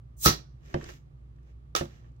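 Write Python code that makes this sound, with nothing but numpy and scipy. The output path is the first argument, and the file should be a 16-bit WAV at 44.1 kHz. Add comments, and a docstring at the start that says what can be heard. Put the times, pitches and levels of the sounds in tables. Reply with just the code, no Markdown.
"""A fan hums in a small room; then gas hisses past the crown cap of a glass soda bottle and bursts out
with a pop that rings the air in the neck. A second pull of the opener lets out a faint leak, and a third
snaps the cap up with a last puff. The gas is turbulent noise, coloured by narrow ringing peaks.
The steel opener ticks and clinks, and the bottle knocks on a wooden desk, exciting its damped modes.
Nearby surfaces add early reflections, and the room a short reverberant tail."""
import sys
import numpy as np
from scipy import signal
from scipy.io import wavfile

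SR = 44100
rng = np.random.default_rng(int(sys.argv[2]) if len(sys.argv) > 2 else 0)


def pcm_store(signal):
    """Save signal as 16-bit PCM."""
    levels = np.round(np.clip(np.atleast_2d(signal), -1, 1) * 32767)
    wavfile.write(sys.argv[1], SR, levels.astype(np.int16).T)


N = 97020
T = np.arange(N) / SR
EDGES_HZ = np.geomspace(22, 17000, 33)
CENTRES_HZ = np.sqrt(EDGES_HZ[1:] * EDGES_HZ[:-1])

def from_db(db):
    """Amplitude ratio: a factor of ten per 20 dB."""
    return 10 ** (np.asarray(db) / 20)

def per_band(points):
    """Interpolation over log frequency, read at the band centres."""
    hz, value = np.transpose(points)
    return np.interp(np.log(CENTRES_HZ), np.log(hz), value)

def pan(db):
    """Constant-power panning, with the left side db above the right."""
    gains = from_db([[db / 2], [-db / 2]])
    return gains / np.sqrt(np.mean(gains ** 2))

# Coherence of the sound field. 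Each row: frequency in Hz, left-right correlation.
COHERENCE = [(150, 0.93), (300, 0.27), (650, -0.52), (1400, -0.8), (3000, -0.23), (7000, -0.22)]
# Interchannel level difference. Each row: frequency in Hz, left minus right in dB.
BALANCE = [(100, -2.5), (200, -1.5), (400, -3.5), (1300, -5.5), (2500, -1), (5200, -5.5), (9500, 2),
           (15000, -1.5)]
def noise_bands():
    """Partially coherent stereo noise from mid and side signals: bands x 2 x N, each band of rms 1."""
    white, bands = rng.standard_normal((2, 2, N + SR // 2)), []
    for k, (alike, lean_db) in enumerate(zip(np.clip(per_band(COHERENCE), -1, 1), per_band(BALANCE))):
        bandpass = signal.butter(2, EDGES_HZ[k:k + 2], "band", fs=SR, output="sos")
        mid, side = signal.sosfilt(bandpass, white[k % 2])[:, -N:]
        pair = np.sqrt(1 + alike) * mid + np.sqrt(1 - alike) * side * [[1], [-1]]
        bands.append(pan(lean_db) * pair / pair.std())
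    return np.array(bands)

def weights(spectrum, tilt_db=0):
    """Band power is density times bandwidth; the gains are scaled to a total power of 1."""
    gains = from_db(per_band(spectrum) + tilt_db * np.log2(CENTRES_HZ)) * np.sqrt(np.diff(EDGES_HZ))
    return gains / np.linalg.norm(gains)

def hiss(bands, spectrum, tilt_db=0):
    """Stationary noise by superposition of weighted bands."""
    return np.tensordot(weights(spectrum, tilt_db), bands, 1)

def shaped(bands, gains, envelopes):
    """Nonstationary noise: each band follows its own envelope."""
    return np.einsum("b,bn,bcn->cn", gains, envelopes, bands)

def age(start):
    """Seconds since start, zero before it."""
    return np.maximum(T - start, 0)

def onset(start, attack_s=.0007):
    """A first-order step response."""
    return 1 - np.exp(-age(start) / attack_s)

def burst(start, decay_s):
    """A transient: quick attack, exponential decay."""
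    return onset(start) * np.exp(-age(start) / decay_s)

def ring(start, hz, t60):
    """Free vibration of a damped oscillator, falling 60 dB in t60 seconds."""
    return np.sin(2 * np.pi * hz * age(start)) * from_db(-60 * age(start) / t60)

def resonance(x, hz, width_hz):
    """Forced response of a two-pole resonator with a peak gain of 1."""
    r = np.exp(-np.pi * width_hz / SR)
    feedback = [1, -2 * r * np.cos(2 * np.pi * hz / SR), r * r]
    return (1 - r * r) / 2 * signal.lfilter([1, 0, -1], feedback, x + 1e-18)

# Fan and mains tones. Each row: frequency in Hz, rms level in dB.
HUM_TONES = [(59.2, -50.5), (118.4, -60), (145.3, -63), (251, -77), (346, -77)]
# Room noise. Each row: frequency in Hz, relative spectral density in dB.
FLOOR_SPECTRUM = [(15, -48.5), (25, -29.5), (47, -7), (70, -5), (84, -14.5), (127, -2.5), (157, -27.5),
                  (190, -20), (249, -23.5), (714, -35.5), (1230, -40), (16000, -69)]
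def fan(waver=.14):
    """Fan and mains tones with slow amplitude modulation, over low noise with a faint resonance."""
    knots, hum = np.linspace(0, T[-1], num=24), 0
    for hz, db in HUM_TONES:
        tone = np.sqrt(2) * np.sin(2 * np.pi * (hz * T + rng.random()))
        drift = np.interp(T, knots, rng.standard_normal(len(knots)))
        hum += from_db(db) * tone * (1 + waver * drift)
    air = from_db(-52.5) * hiss(noise_bands(), FLOOR_SPECTRUM)
    whir = from_db(1) * resonance(air, hz=1185, width_hz=100)
    return pan(-1.2) * hum + air + whir

# Reverberation time. Each row: frequency in Hz, T60 in seconds.
ROOM_T60 = [(150, 0.55), (1000, .38), (5000, .38), (9000, .27), (15000, 0.19)]
def reverberation(x, level_db=-28, gap_s=.008):
    """Convolution with a diffuse tail, whose treble is absorbed soonest."""
    decay = from_db(-60 * T / per_band(ROOM_T60)[:, None]) * onset(gap_s)
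    tail = shaped(noise_bands(), np.sqrt(np.diff(EDGES_HZ)), decay)
    tail /= np.sqrt(np.sum(tail ** 2) / 2)
    return from_db(level_db) * signal.fftconvolve(x, tail, axes=1)[:, :N]

# Echoes off desk, body and wall. Each row: left delay and right delay in seconds, gain in dB.
REFLECTIONS = [(.0011, 0.0018, -9.5), (.0046, .0039, -11), (.0083, .0097, -12), (0.0169, .0171, -16.5)]
def early_reflections(x, above_hz=1390):
    """Comb filtering: delayed treble interferes with the direct sound, differently on each side."""
    treble = signal.sosfilt(signal.butter(2, above_hz, "high", fs=SR, output="sos"), x)
    for *lags, db in REFLECTIONS:
        delayed = [np.pad(side, (int(lag * SR), 0))[:N] for side, lag in zip(treble, lags)]
        x = x + from_db(db) * np.array(delayed)
    return x

def desk_mode(start, hz, t60, lag_s=.0007, lag_above_hz=300):
    """Level and time differences place a mode to the right; high modes reach the left side late."""
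    lag = lag_s / (1 + (lag_above_hz / hz) ** 4)
    lean_db = np.interp(hz, *np.transpose(BALANCE))
    return pan(lean_db) * np.array([ring(start + lag, hz, t60), ring(start, hz, t60)])

# Impacts on the desk: the jolt of the pop, then the bottle knocking twice. Each row: start in seconds, modal
# level in dB, contact cutoff in Hz, thud level in dB.
KNOCKS = [(.2625, -16.5, 260.2, -47.5), (0.7448, -24.5, 615, -27.5), (1.8107, -28.5, 1220, -30)]
# Modes of the desk. Each row: frequency in Hz, relative level in dB, T60 in seconds.
DESK_MODES = [(88, -3, .14), (147.2, 0, 0.22), (215, -4, 0.18), (253, -9, .2), (347.5, 0.5, 0.16),
              (446, -9.5, .1), (546.2, 2, .11), (620, -8.5, .1)]
# Contact noise. Each row: frequency in Hz, relative spectral density in dB.
THUD_SPECTRUM = [(30, -19.5), (70, -4.5), (150, -4.5), (380, -2.5), (650, 0), (1100, -17), (1800, -16),
                 (3500, -31.5), (8000, -58.5)]
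def desk_knocks(bands, thud_s=.019):
    """Impact excitation: the pop jolts the desk and the bottle thuds on it, and a softer contact drives high
    modes less."""
    out, thud = 0, hiss(bands, THUD_SPECTRUM)
    for start, db, cutoff_hz, thud_db in KNOCKS:
        wood = sum(from_db(db + mode_db) / np.hypot(1, hz / cutoff_hz) * desk_mode(start, hz, t60)
                   for hz, mode_db, t60 in DESK_MODES)
        out += wood * onset(start) + from_db(thud_db) * thud * burst(start, thud_s)
    return out

# Slips of the opener. Each row: start in seconds, level in dB, tilt in dB per octave.
TICKS = [(0.7413, -23.5, -3.5), (0.809, -31.5, -12), (0.8409, -39.5, 7), (1.361, -65, 2), (1.43, -71, 12),
         (1.808, -30, 0), (1.855, -45, 0.5), (2.091, -67, 2), (2.117, -74, 13), (2.163, -72, 11)]
# Noise of a slip. Each row: frequency in Hz, relative spectral density in dB.
TICK_SPECTRUM = [(300, -28), (1000, 4), (1400, 11.5), (1800, -10), (2300, -2), (3100, -6), (4500, -4),
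                 (8000, -15), (15000, -92)]
def opener_ticks(bands, decay_s=.003):
    """Contact transients of the opener on the cap, heavily damped by the hand."""
    return sum(from_db(db) * hiss(bands, TICK_SPECTRUM, tilt_db) * burst(start, decay_s)
               for start, db, tilt_db in TICKS)

# Slips that ring the opener. Each row: start in seconds, level in dB.
CLINKS = [(0.7426, -32.5), (0.8125, -44), (0.8443, -50.5), (0.891, -46), (1.386, -70), (1.81, -38),
          (2.044, -65.5)]
# Modes of the opener. Each row: frequency in Hz, relative level in dB, T60 in seconds.
OPENER_MODES = [(1141, -7.5, 0.058), (1616, -6.5, 0.036), (1796, 2, 0.022), (2615, -9.5, 0.032),
                (3094, -12.5, 0.064)]
def opener_clinks():
    """Free vibration: the steel rings briefly in its modes when it slips."""
    return sum(from_db(db + mode_db) * ring(start, hz, t60)
               for start, db in CLINKS for hz, mode_db, t60 in OPENER_MODES)

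def opener_rub(noise, gain_db=-3):
    """Forced vibration: noise passed through the opener's modes stands for its rubbing on the cap."""
    return sum(from_db(gain_db + db) * resonance(noise, hz, width_hz=77) for hz, db, _ in OPENER_MODES)

# Soft swells of hiss and one brief scrape. Each row: peak time in seconds, level in dB,
# Gaussian rise and fall widths in seconds, tilt in dB per octave.
SWELLS = [(0.67, -66, 0.025, 0.15, 1), (0.859, -49.5, 0.11, 0.043, -3.5), (.893, -50, 0.0027, 0.0099, -0.5),
          (0.903, -57.5, 0.044, 0.046, 1.5), (1.5, -68, 0.04, 0.017, -2), (1.94, -61.5, 0.059, 0.041, -1),
          (2.06, -64.5, 0.039, .03, -3.5)]
# Noise of the swells. Each row: frequency in Hz, relative spectral density in dB.
SWELL_SPECTRUM = [(150, 1), (350, 14.5), (800, 5), (1700, 6), (2600, 5), (4200, -3.5), (6500, 1.5),
                  (9000, -36), (11500, -12), (15000, -16)]
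def hiss_and_scrape(bands, fizz_db=4, spurt_s=.0019):
    """Random amplitude modulation makes soft swells of hiss and one brief scrape splutter."""
    spurts = np.interp(T / spurt_s, np.arange(N), rng.uniform(-1, 1, N))
    out = 0
    for peak, db, rise, fall, tilt_db in SWELLS:
        swell = np.exp(-.5 * ((T - peak) / np.where(T < peak, rise, fall)) ** 2)
        out += from_db(db) * swell * hiss(bands, SWELL_SPECTRUM, tilt_db)
    return out * from_db(fizz_db * spurts)

# Releases of the crimp. Each row: start in seconds, crack and puff levels in dB,
# tilt in dB per octave, left minus right in dB.
SNAPS = [(1.7507, -20.5, -30.5, -0.37, -3), (1.7616, -20.5, -31, 0.4, 1.5)]
# Noise of a snap. Each row: frequency in Hz, relative spectral density in dB.
SNAP_SPECTRUM = [(70, -45), (170, -12.5), (380, 5), (900, -3.5), (1350, 2.5), (2000, -6), (3200, -0.5),
                 (4700, -8), (6000, -4), (9000, -18), (12000, -21), (15500, -17)]
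def cap_snaps(bands, crack_s=.0028, fall_db_per_s=340):
    """Sudden release of stress: the crimp yields in two steps, each a crack and a puff of gas."""
    out = 0
    for start, crack_db, puff_db, tilt_db, pan_db in SNAPS:
        crack = from_db(crack_db) * burst(start, crack_s)
        puff = onset(start) * from_db(puff_db - fall_db_per_s * age(start))
        out += pan(pan_db) * hiss(bands, SNAP_SPECTRUM, tilt_db) * (crack + puff)
    return out

# Narrow ringing peaks that colour the hiss. Each row: frequency in Hz, gain in dB.
HISS_PEAKS = [(3483, -5), (3690, -3.5), (4025, 2), (4255, 5.5), (4738, -4.5), (5305, -2), (5487, -7),
              (6052, 7.5), (6208, 1), (9499, 3.5), (10144, 5.5), (10645, 6), (12619, 3.5), (13989, 4.5)]
def ringing_peaks(noise):
    """Resonant filtering: narrow ringing peaks colour the hiss."""
    return noise + sum(from_db(db) * resonance(noise, hz, width_hz=30) for hz, db in HISS_PEAKS)

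# Pressure pulses in the neck. Each row: start in seconds, level in dB.
NECK_PULSES = [(0.2519, -27), (0.2598, -12), (1.7506, -24), (1.762, -33)]
# Modes of the enclosed air. Each row: frequency in Hz, relative level in dB, T60 in seconds.
NECK_MODES = [(1293, 0, .14), (1255, -12, .1), (1360, -7, .06)]
def neck(left_lag_s=.00025):
    """Cavity resonance: pressure pulses draw a hollow note from the air above the drink."""
    sides = [sum(from_db(db + mode_db) * ring(start + lag, hz, t60)
                 for start, db in NECK_PULSES for hz, mode_db, t60 in NECK_MODES)
             for lag in (left_lag_s, 0)]
    return pan(-1.5) * np.array(sides)

POP_S, POP_CRACK_S = .259, .002   # when the seal gives way, and the time constant of its crack
# Hiss at its height. Each row: frequency in Hz, relative spectral density in dB.
SQUEEZE_SPECTRUM = [(80, -3.5), (400, -9.5), (900, -10), (2500, -10.5), (5000, -3), (7000, 0), (9000, -11),
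                    (11000, -6), (13500, -5), (15500, 2)]
# Growth of the hiss. Each row: frequency in Hz, rise in dB per second.
SQUEEZE_RISE = [(200, 812), (2500, 725), (5000, 658), (8800, 465.5), (11000, 554.5), (15000, 559.5)]
def squeeze(bands, start_s=.166, level_db=-17.5):
    """A turbulent jet under the lifting seal swells until the pop, spreading from the treble down."""
    swell = from_db(-per_band(SQUEEZE_RISE)[:, None] * np.maximum(POP_S - T, 0)) * onset(start_s)
    jet = shaped(bands, weights(SQUEEZE_SPECTRUM), swell) * np.exp(-age(POP_S) / POP_CRACK_S)
    whistle = resonance(jet, hz=8495, width_hz=450)   # the narrow gap sings faintly
    return from_db(level_db) * (jet + whistle)

# Gas at full flow. Each row: frequency in Hz, relative spectral density in dB.
POP_SPECTRUM = [(25, -16), (70, -2), (200, -5.5), (400, -6.5), (900, -10.5), (1800, -12.5), (2750, -18),
                (4200, -11.5), (6200, -12.5), (8300, -31.5), (11000, -24), (14000, -24.5), (15700, -18.5)]
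# Decay of the flow noise. Each row: frequency in Hz, fall in dB per second.
POP_FALL = [(80, 380), (200, 270), (500, 292), (2000, 320.5), (5000, 293.5), (9000, 385.5), (15000, 421)]
def pop(bands, level_db=-17, overshoot_db=11.5, hold_s=.02):
    """Sudden decompression: the flow overshoots, holds briefly and dies as the pressure drops."""
    fall = from_db(-per_band(POP_FALL)[:, None] * age(POP_S + hold_s))
    flow = shaped(bands, weights(POP_SPECTRUM), fall) * onset(POP_S)
    return flow * from_db(level_db + overshoot_db * burst(POP_S, POP_CRACK_S))

def scene():
    """Superposition of gas, opener, desk and neck with their reverberation and the fan."""
    air, contact = noise_bands(), noise_bands()
    swells = hiss_and_scrape(air)
    cap = early_reflections(ringing_peaks(squeeze(air) + pop(air) + cap_snaps(air) + swells))
    bottle = cap + opener_rub(swells) + desk_knocks(contact) + opener_ticks(contact) + opener_clinks()
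    note = neck()
    tail = reverberation(bottle + from_db(-10) * note)   # the neck feeds the room less than the hiss
    return bottle + note + tail + fan()

def record(dry, peak_limit=.85, cutoff_hz=15900):
    """Hard clipping of the peaks, then band limiting by a steep low-pass."""
    lowpass = signal.ellip(12, .2, 80, cutoff_hz, fs=SR, output="sos")
    return signal.sosfilt(lowpass, np.clip(dry, -peak_limit, peak_limit))

dry = scene()
out = record(dry)
pcm_store(out)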